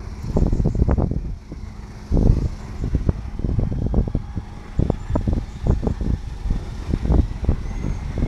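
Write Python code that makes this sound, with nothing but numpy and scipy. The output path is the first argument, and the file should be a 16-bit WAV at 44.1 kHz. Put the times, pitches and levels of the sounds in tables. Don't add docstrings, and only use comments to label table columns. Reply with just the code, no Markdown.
import sys
import numpy as np
from scipy import signal
from scipy.fft import rfft, irfft, next_fast_len
from scipy.io import wavfile
from scipy.ndimage import uniform_filter1d, map_coordinates

SR = 44100
rng = np.random.default_rng(int(sys.argv[2]) if len(sys.argv) > 2 else 0)


def bounce(signal):
    frames = np.transpose(np.atleast_2d(signal))
    limited = np.clip(frames, -1, 1)
    pcm = np.round(limited * 32767).astype(np.int16)
    wavfile.write(sys.argv[1], SR, pcm)


N = 364707

# (time [s], firing rate [Hz], drone [dB])
ENGINE_RUN = [(0, 52.17, -37), (1.4, 52.2, -46.5), (2, 52.12, -39), (4.5, 51.95, -43.5), (8.27, 52.66, -41)]
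# (multiple of crankshaft rate, relative level [dB])
DRONE_ORDERS = [(6, 1), (12, -2.5), (24, -1), (37, -17), (42, -14)]
# (time [s], machinery [dB], fans [dB], hiss [dB])
NOISE_LEVELS = [(0, -46, -84, -56.5), (.32, -43, -61, -53), (1.15, -53, -69.5, -63),
                (1.76, -49.5, -66, -58), (2.24, -43.5, -62.5, -51.5), (2.96, -44, -59, -57),
                (3.2, -45.5, -61.5, -60), (4.2, -49.5, -63, -61.5), (4.8, -43, -56.5, -59),
                (5.5, -47.5, -56.5, -56.5), (6.24, -49, -56.5, -57), (6.88, -40.5, -52, -53),
                (7.36, -44.5, -55.5, -57.5), (8.26, -41, -53.5, -57)]
# (frequency [Hz], relative density [dB])
MACHINERY_SPECTRUM = [(100, 5), (220, 6.5), (380, 8.5), (540, -1), (680, 3), (900, 6), (1100, 2),
                      (1350, -2), (1750, -4.5), (2150, -3), (2600, -10), (2950, -18), (5000, -41)]
FAN_SPECTRUM = [(600, -15), (1500, -4), (2200, -1.5), (3000, -4), (3600, 1), (4300, -10.5), (5500, -10.5),
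                (7500, -12.5), (10500, -20.5), (13000, -37), (15600, -34)]
HISS_SPECTRUM = [(2800, -14), (3600, -5), (4300, 2.5), (4900, -1), (5500, 4.5), (6300, -2.5), (7000, -7),
                 (8000, -12), (9300, -11.5), (10800, -15.5), (11250, -13), (11700, -17), (13000, -23.5),
                 (15600, -50)]
RUMBLE_SPECTRUM = [(8, -39), (20, -5), (35, -2), (58, -3), (110, -11), (160, -19.5), (260, -27.5),
                   (600, -100)]
CHURN_SPECTRUM = [(50, -52), (110, 5), (170, 3.5), (260, -6), (400, -11.5), (600, -25.5), (900, -32.5),
                  (1500, -45), (3000, -110)]
# (time [s], rumble [dB])
BREEZE_LEVELS = [(0, -35), (.9, -31), (1.4, -40), (1.6, -33), (1.9, -37), (2.6, -33), (3.6, -30),
                 (4.5, -35), (5.05, -30), (5.55, -34.5), (6.3, -31), (6.7, -30), (7.3, -29), (8.27, -26.5)]
# (start [s], length [s], rumble [dB], churn [dB])
MIC_GUSTS = [(0.248, 0.1, -30, -31.5), (0.359, 0.12, -19.5, -26), (0.52, 0.086, -20, -27.5),
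             (0.645, 0.037, -20, -20.5), (0.751, 0.01117, -19, -25), (0.789, 0.039, -21, -29),
             (0.886, 0.04402, -17.5, -24), (0.963, 0.11, -22.5, -27), (1.111, 0.2, -26, -33),
             (1.505, 0.036, -39, -33.0), (2.133, 0.19, -16.5, -23), (2.332, 0.13, -22, -31.5),
             (2.823, 0.048, -21.5, -29), (2.932, 0.076, -23.5, -33), (3.068, 0.023, -20.5, -28.5),
             (3.489, 0.047, -23.5, -28.5), (3.588, 0.066, -18.5, -29), (3.712, 0.16, -25, -33),
             (3.94, 0.085, -17, -27.5), (4.148, 0.023, -26.5, -34), (4.362, 0.032, -30, -34),
             (4.793, 0.083, -25.5, -29), (5.135, 0.0334, -17, -28), (5.271, 0.11, -20, -25.5),
             (5.664, 0.072, -17.5, -24.5), (5.828, 0.08, -25, -26), (6.026, 0.11, -21.5, -28),
             (6.463, 0.097, -21.5, -33), (6.896, 0.05, -24.5, -28.5), (7.02, 0.092, -23.5, -30.5),
             (7.109, 0.086, -14, -22.5), (7.477, 0.05, -18, -26.5), (7.825, 0.078, -28.5, -28.5),
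             (8.178, 0.12, -21.5, -26)]
# (start [s], level [dB])
BIRD_CHIRPS = [(.18, -61), (.33, -56), (.51, -57), (.68, -58), (.86, -66), (2.4, -62), (2.571, -61),
               (2.76, -62), (5.478, -60.5), (5.65, -58), (5.84, -62)]
# (frequency [Hz], T60 [s])
YARD_DECAY = [(200, .5), (2000, .5), (10000, 0.22)]
# (start [s], level [dB])
NEAR_TICKS = [(.229, -50), (.305, -59), (.33, -60)]
# (time [s], level [dB], centre [Hz])
BIG_EDDIES = [(.37, -2.5, 314), (.375, -5.5, 297), (.389, -10, 267), (.423, -9, 230), (.435, -10, 185),
              (.459, -10.5, 200), (.467, -9, 365), (.481, -11, 170), (.529, -11.5, 192), (.558, -20, 230),
              (.574, -16, 220), (.604, -19, 170), (.661, -11, 273), (.675, -6.5, 273), (.753, -10.5, 225.1),
              (.795, -13.5, 225.1), (.822, -4, 198), (.887, -13, 255.2), (.896, -6, 330), (.911, -6, 280),
              (.9133, -7, 646), (.924, -12, 320), (.982, -13, 278), (.999, -9.5, 258), (1.005, -9.5, 352),
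              (1.022, -5, 380), (1.034, -19, 351), (1.045, -10.5, 250), (1.115, -9, 198), (1.138, -14, 214),
              (1.164, -13.5, 184.6), (1.52, -18, 220), (2.143, -8.5, 169), (2.173, -4.5, 287),
              (2.212, -7, 194), (2.229, -7.5, 265), (2.259, -11, 168), (2.273, -4, 254), (2.298, -5.5, 90),
              (2.369, -11, 198), (2.388, -12, 214), (2.422, -13.5, 162), (2.84, -12, 215),
              (2.951, -7, 177.8), (3.092, -2.5, 195.5), (3.094, -13.5, 543.3), (3.395, -15, 183),
              (3.425, -21, 260), (3.447, -8, 165), (3.46, -16, 215), (3.492, -11, 223), (3.597, -9, 229.5),
              (3.635, -11, 295.6), (3.726, -12.5, 228), (3.787, -19, 245), (3.821, -11.5, 223),
              (3.866, -8, 218), (3.944, -7.5, 330), (3.967, -10.5, 227), (3.981, -8.5, 268),
              (3.994, -18, 240), (4.009, -12, 249.6), (4.079, -10, 246), (4.152, -7, 212),
              (4.376, -15, 160), (4.795, -10.5, 206), (4.805, -17.5, 320), (4.826, -4, 207),
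              (4.857, -14, 180), (4.902, -1, 315.8), (5.156, -6.5, 394), (5.159, -7, 480), (5.162, -3, 365),
              (5.212, -17, 213.3), (5.279, -8.5, 218), (5.289, -10.5, 150), (5.332, -11, 333.3),
              (5.368, -12.5, 196.9), (5.67, -8, 310.4), (5.705, -7.5, 322), (5.71, -11.5, 479),
              (5.836, -17, 310), (5.87, -5, 338), (5.875, -5.5, 272.2), (6.011, -15, 236),
              (6.065, -11, 170), (6.104, -9.5, 158.1), (6.907, -16, 215.2), (6.939, -5.5, 189),
              (7.081, -13.5, 195), (7.121, -8.5, 384.7), (7.141, -6.5, 408), (7.146, -7, 323),
              (7.161, -11, 195), (7.184, -9, 265), (7.447, -12, 316.9), (7.491, -7.5, 205),
              (7.505, -15, 235), (7.518, -12.5, 310), (7.866, -13, 210), (8.18, -11, 282),
              (8.224, -14, 262), (8.262, -15, 285)]
# (frequency [Hz], gain [dB])
PORT_RESPONSE = [(60, 2.5), (400, -3.5), (700, -2.5), (1200, -1.5), (1800, -1), (3000, 4), (3600, -32),
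                 (4500, -50)]
# (time [s], whine [Hz], whine at full load [dB], breathy octave [dB])
TURBO_RUN = [(1.2, 2250, -76, -85), (1.55, 2120, -63, -80), (1.9, 1850, -60, -78), (2.5, 1400, -72, -72),
             (3, 1450, -68, -72), (3.7, 1590, -62, -69), (4.2, 1660, -64, -66.5), (4.75, 1713, -60, -67.5),
             (5.2, 1743, -63.5, -67), (5.9, 1779, -59, -70), (6.55, 1802, -62, -67),
             (6.9, 1845, -63.5, -63), (7.4, 1955, -61, -66), (7.62, 2010, -58.5, -70),
             (7.79, 2050, -51.5, -71), (7.92, 2085, -60, -68), (8.2, 2146, -53, -70)]
# (time [s], whine [Hz], level [dB])
GEAR_RUN = [(0, 770, -99), (3.5, 815, -56), (4.4, 820, -53), (6.4, 810, -57), (8.27, 821, -63)]
# (time [s], level [dB])
BIRD_PIPS = [(4.784, -53), (4.908, -56), (5.003, -53), (5.035, -53), (5.091, -53), (5.152, -51),
             (5.181, -60)]

TIME_S = np.arange(N) / SR


def amp(db):
    return 10 ** (np.asarray(db) / 20)


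def unit(x):
    return x / np.sqrt(np.mean(x ** 2) + 1e-20)


def along(points, hz):
    knots_hz, values = np.transpose(points)
    return np.interp(np.log(hz + 1), np.log(knots_hz + 1), values)


def curves(rows):
    times_s, *columns = np.transpose(rows)
    return [np.interp(TIME_S, times_s, column) for column in columns]


def wobble(rate_hz):
    return map_coordinates(rng.standard_normal(8192), [TIME_S * rate_hz], mode="wrap")


def phase_rad(hz):
    return 2 * np.pi * np.cumsum(hz) / SR


def filtered(x, response):
    size = next_fast_len(N + SR // 2)
    return irfft(rfft(x, size) * response(np.fft.rfftfreq(size, 1 / SR)), size)[:N]


def coloured(x, spectrum):
    return unit(filtered(x, lambda hz: amp(along(spectrum, hz))))


def levelled(x, window=2600):
    power = uniform_filter1d(uniform_filter1d(x * x, window), window // 2)
    return x / np.sqrt(np.abs(power) + 1e-9)


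def rush(spectrum, drift_db):
    bands = signal.stft(rng.standard_normal(N), nperseg=1024)[2]
    drift = uniform_filter1d(rng.standard_normal(bands.shape), size=5, axis=0)
    drift = unit(uniform_filter1d(drift, size=16, axis=1))
    return coloured(signal.istft(bands * amp(drift_db * drift), nperseg=1024)[1][:N], spectrum)


def diesel(firings_per_turn=6, waver_db=1.3, sway_db=1.58):
    firing_hz, drone_db = curves(ENGINE_RUN)
    machinery_db, fan_db, hiss_db = curves(NOISE_LEVELS)
    firing_rad = phase_rad(firing_hz * (1 + .005 * wobble(29)))
    crank_rad = firing_rad / firings_per_turn
    drone = 0
    for order, db in DRONE_ORDERS:
        gain = amp(db + waver_db * wobble(7.6))
        drone += gain * np.sin(order * crank_rad + rng.uniform(0, 2 * np.pi))
    chug = np.cos(firing_rad / 2)
    beat = 1 + .041 * np.cos(firing_rad) + .026 * chug
    machinery = amp(machinery_db) * beat * rush(MACHINERY_SPECTRUM, drift_db=2.2)
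    fans = amp(fan_db + .98 * wobble(35)) * rush(FAN_SPECTRUM, drift_db=1.5)
    hiss = amp(hiss_db + np.tanh(wobble(45))) * (1 + .16 * chug) * rush(HISS_SPECTRUM, drift_db=1.5)
    sway = amp(sway_db * unit(wobble(9) + wobble(30)))
    return amp(drone_db) * unit(drone) + sway * machinery + fans + hiss


def gust(start_s, length_s, rise_s, fall_s):
    t = TIME_S - start_s
    return np.exp(-2 * np.maximum(-t / rise_s, (t - length_s) / fall_s).clip(0, 20))


def wind_levels_db(breeze_churn_db=-11):
    breeze_db, = curves(BREEZE_LEVELS)
    rumble, churn = amp(breeze_db) ** 2, amp(breeze_db + breeze_churn_db) ** 2
    for start_s, length_s, rumble_db, churn_db in MIC_GUSTS:
        rumble += amp(rumble_db) ** 2 * gust(start_s, length_s, rise_s=.019, fall_s=.039)
        churn += amp(churn_db) ** 2 * gust(start_s, length_s, rise_s=.008, fall_s=.01)
    return 10 * np.log10(rumble), 10 * np.log10(churn)


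def buffeting(rumble_db, churn_db, rumble_lumps_db=3, churn_lumps_db=7.5, usual_churn_db=-29):
    lumps = unit(wobble(110) + .8 * wobble(55))
    rumble = levelled(coloured(rng.standard_normal(N), RUMBLE_SPECTRUM) * amp(rumble_lumps_db * lumps))
    speed = np.exp(.017 * (churn_db - usual_churn_db) + .09 * lumps)
    turbulence = coloured(rng.standard_normal(N), CHURN_SPECTRUM)
    swept = map_coordinates(turbulence, [np.cumsum(speed)], mode="wrap")
    churn = levelled(swept * amp(churn_lumps_db * lumps))
    surge_db = 3 * np.tanh(wobble(36))
    return amp(rumble_db + surge_db) * rumble + amp(churn_db + surge_db) * churn


def chirps(centre_hz=6900, sweep_hz=550, buzz_hz=70, rasp_hz=330, length_s=.1):
    sweep = np.sin(phase_rad(buzz_hz * (1 + .19 * wobble(40))))
    buzz = np.sin(phase_rad(centre_hz + sweep_hz * sweep + rasp_hz * wobble(700)))
    envelope = 0
    for start_s, db in BIRD_CHIRPS:
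        progress = np.clip((TIME_S - start_s) / length_s, 0, 1)
        envelope += amp(db) * np.sqrt(2 * np.abs(np.sin(np.pi * progress)))
    return envelope * buzz


def yard_echo(x):
    hz, t, bands = signal.stft(rng.standard_normal(SR // 2), SR, nperseg=256)
    decay = amp(-60 * t / along(YARD_DECAY, hz)[:, None])
    tail = signal.istft(bands * decay, SR, nperseg=256)[1]
    return signal.fftconvolve(x, tail / np.linalg.norm(tail))[:N]


def ticks(decay_s=.0049):
    bursts = sum(amp(db) * (TIME_S > s) * np.exp(-np.abs(TIME_S - s) / decay_s) for s, db in NEAR_TICKS)
    return bursts * coloured(rng.standard_normal(N), [(5000, -20), (11500, 0), (15600, -10)])


def small_eddies(churn_db, rate_hz=45, centre_hz=235, offset_db=-1, scatter_db=3):
    gap, strength, pitch = rng.standard_normal((600, 3)).T
    times_s = np.cumsum(np.exp(.4 * gap)) / rate_hz
    in_gust = np.any([(times_s > s) & (times_s < s + span_s) for s, span_s, *_ in MIC_GUSTS], axis=0)
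    db = np.interp(times_s, TIME_S, churn_db) + offset_db + scatter_db * strength
    return np.column_stack([times_s, db, centre_hz * np.exp(.14 * pitch)])[in_gust]


def swing(t, hz, phase_turns):
    return np.real(np.exp(2j * np.pi * phase_turns) / (1 - 1j * np.pi * hz * t) ** 3)


def thumps(eddies, push_db=-10, push_stretch=3.5, wake_db=-13, wake_s=.00329):
    out, t = np.zeros(N + SR), np.arange(-2048, 2048) / SR
    for (time_s, db, hz), (turns, wake_turns, lag) in zip(eddies, rng.random((600, 3))):
        push = amp(push_db) * swing(t / push_stretch, hz, turns)
        wake = amp(wake_db) * swing(t - wake_s * (.5 + lag), hz, wake_turns)
        start = round(time_s * SR) - len(t) // 2
        out[start:start + len(t)] += amp(db) * (swing(t, hz, turns) + push + wake)
    return filtered(out[:N], lambda hz: amp(along(PORT_RESPONSE, hz)))


def whine(hz, width_hz, purity):
    phase = phase_rad(hz)
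    return unit((purity + wobble(width_hz)) * np.cos(phase) + wobble(width_hz) * np.sin(phase))


def turbocharger(load_ramp_s=(2, 4.6), skirt_db=-6):
    hz, whine_db, octave_db = curves(TURBO_RUN)
    load = np.interp(TIME_S, load_ramp_s, [0, 1])
    wavering_hz = hz * (1 + .004 * wobble(70))
    tone = load * whine(wavering_hz, width_hz=80, purity=1.8)
    skirt = amp(skirt_db * load) * whine(hz, width_hz=300, purity=0)
    fundamental = amp(whine_db + wobble(20)) * (tone + skirt)
    octave = amp(octave_db + wobble(20)) * whine(2 * wavering_hz, width_hz=180, purity=0)
    return fundamental + octave


def gears():
    hz, db = curves(GEAR_RUN)
    return amp(db) * whine(hz, width_hz=110, purity=1)


def pips(pitch_hz=7170, half_width_s=.0057):
    envelope = sum(amp(db) * np.exp(-((TIME_S - s) / half_width_s) ** 2) for s, db in BIRD_PIPS)
    return envelope * np.sin(phase_rad(pitch_hz + 30 * wobble(200)))


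def whistle(start_s=7.61, length_s=.387, attack_s=.0056, fade_s=.024, held_db=-57, swell_db=5,
            held_hz=6480, glide_hz=1450, glide_s=.036, trill_hz=148, trill_depth_hz=290):
    t = np.clip(TIME_S - start_s, 0, length_s)
    progress = t / length_s
    trill = np.sin(phase_rad(trill_hz * (1 + .3 * wobble(120))))
    hz = held_hz - glide_hz * np.exp(-t / glide_s) + trill_depth_hz * progress ** 5 * trill
    gate = np.clip(np.minimum(t / attack_s, (length_s - t) / fade_s), 0, 1)
    db = held_db + swell_db * progress ** 2 + 1.53 * wobble(38)
    return gate * amp(db) * np.sin(phase_rad(hz + 35 * wobble(25)))


def scene(echo_db=-3.5):
    train = diesel() + turbocharger() + gears()
    birds = chirps() + pips() + whistle()
    rumble_db, churn_db = wind_levels_db()
    wind = buffeting(rumble_db, churn_db) + thumps(BIG_EDDIES) + thumps(small_eddies(churn_db))
    return (train + birds + amp(echo_db) * yard_echo(birds) + wind + ticks())[None]


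def record(dry, ceiling=.93, fade_s=.003, low_hz=20, top_hz=15700):
    rounded = dry[0] / (1 + np.abs(dry[0] / ceiling) ** 6) ** (1 / 6)
    fades = np.minimum(np.minimum(TIME_S, TIME_S[::-1]) / fade_s, 1)
    return filtered(rounded * fades, lambda hz: (hz < top_hz) * np.minimum(hz / low_hz, 1) ** 2)[None]


dry = scene()
out = record(dry)
bounce(out)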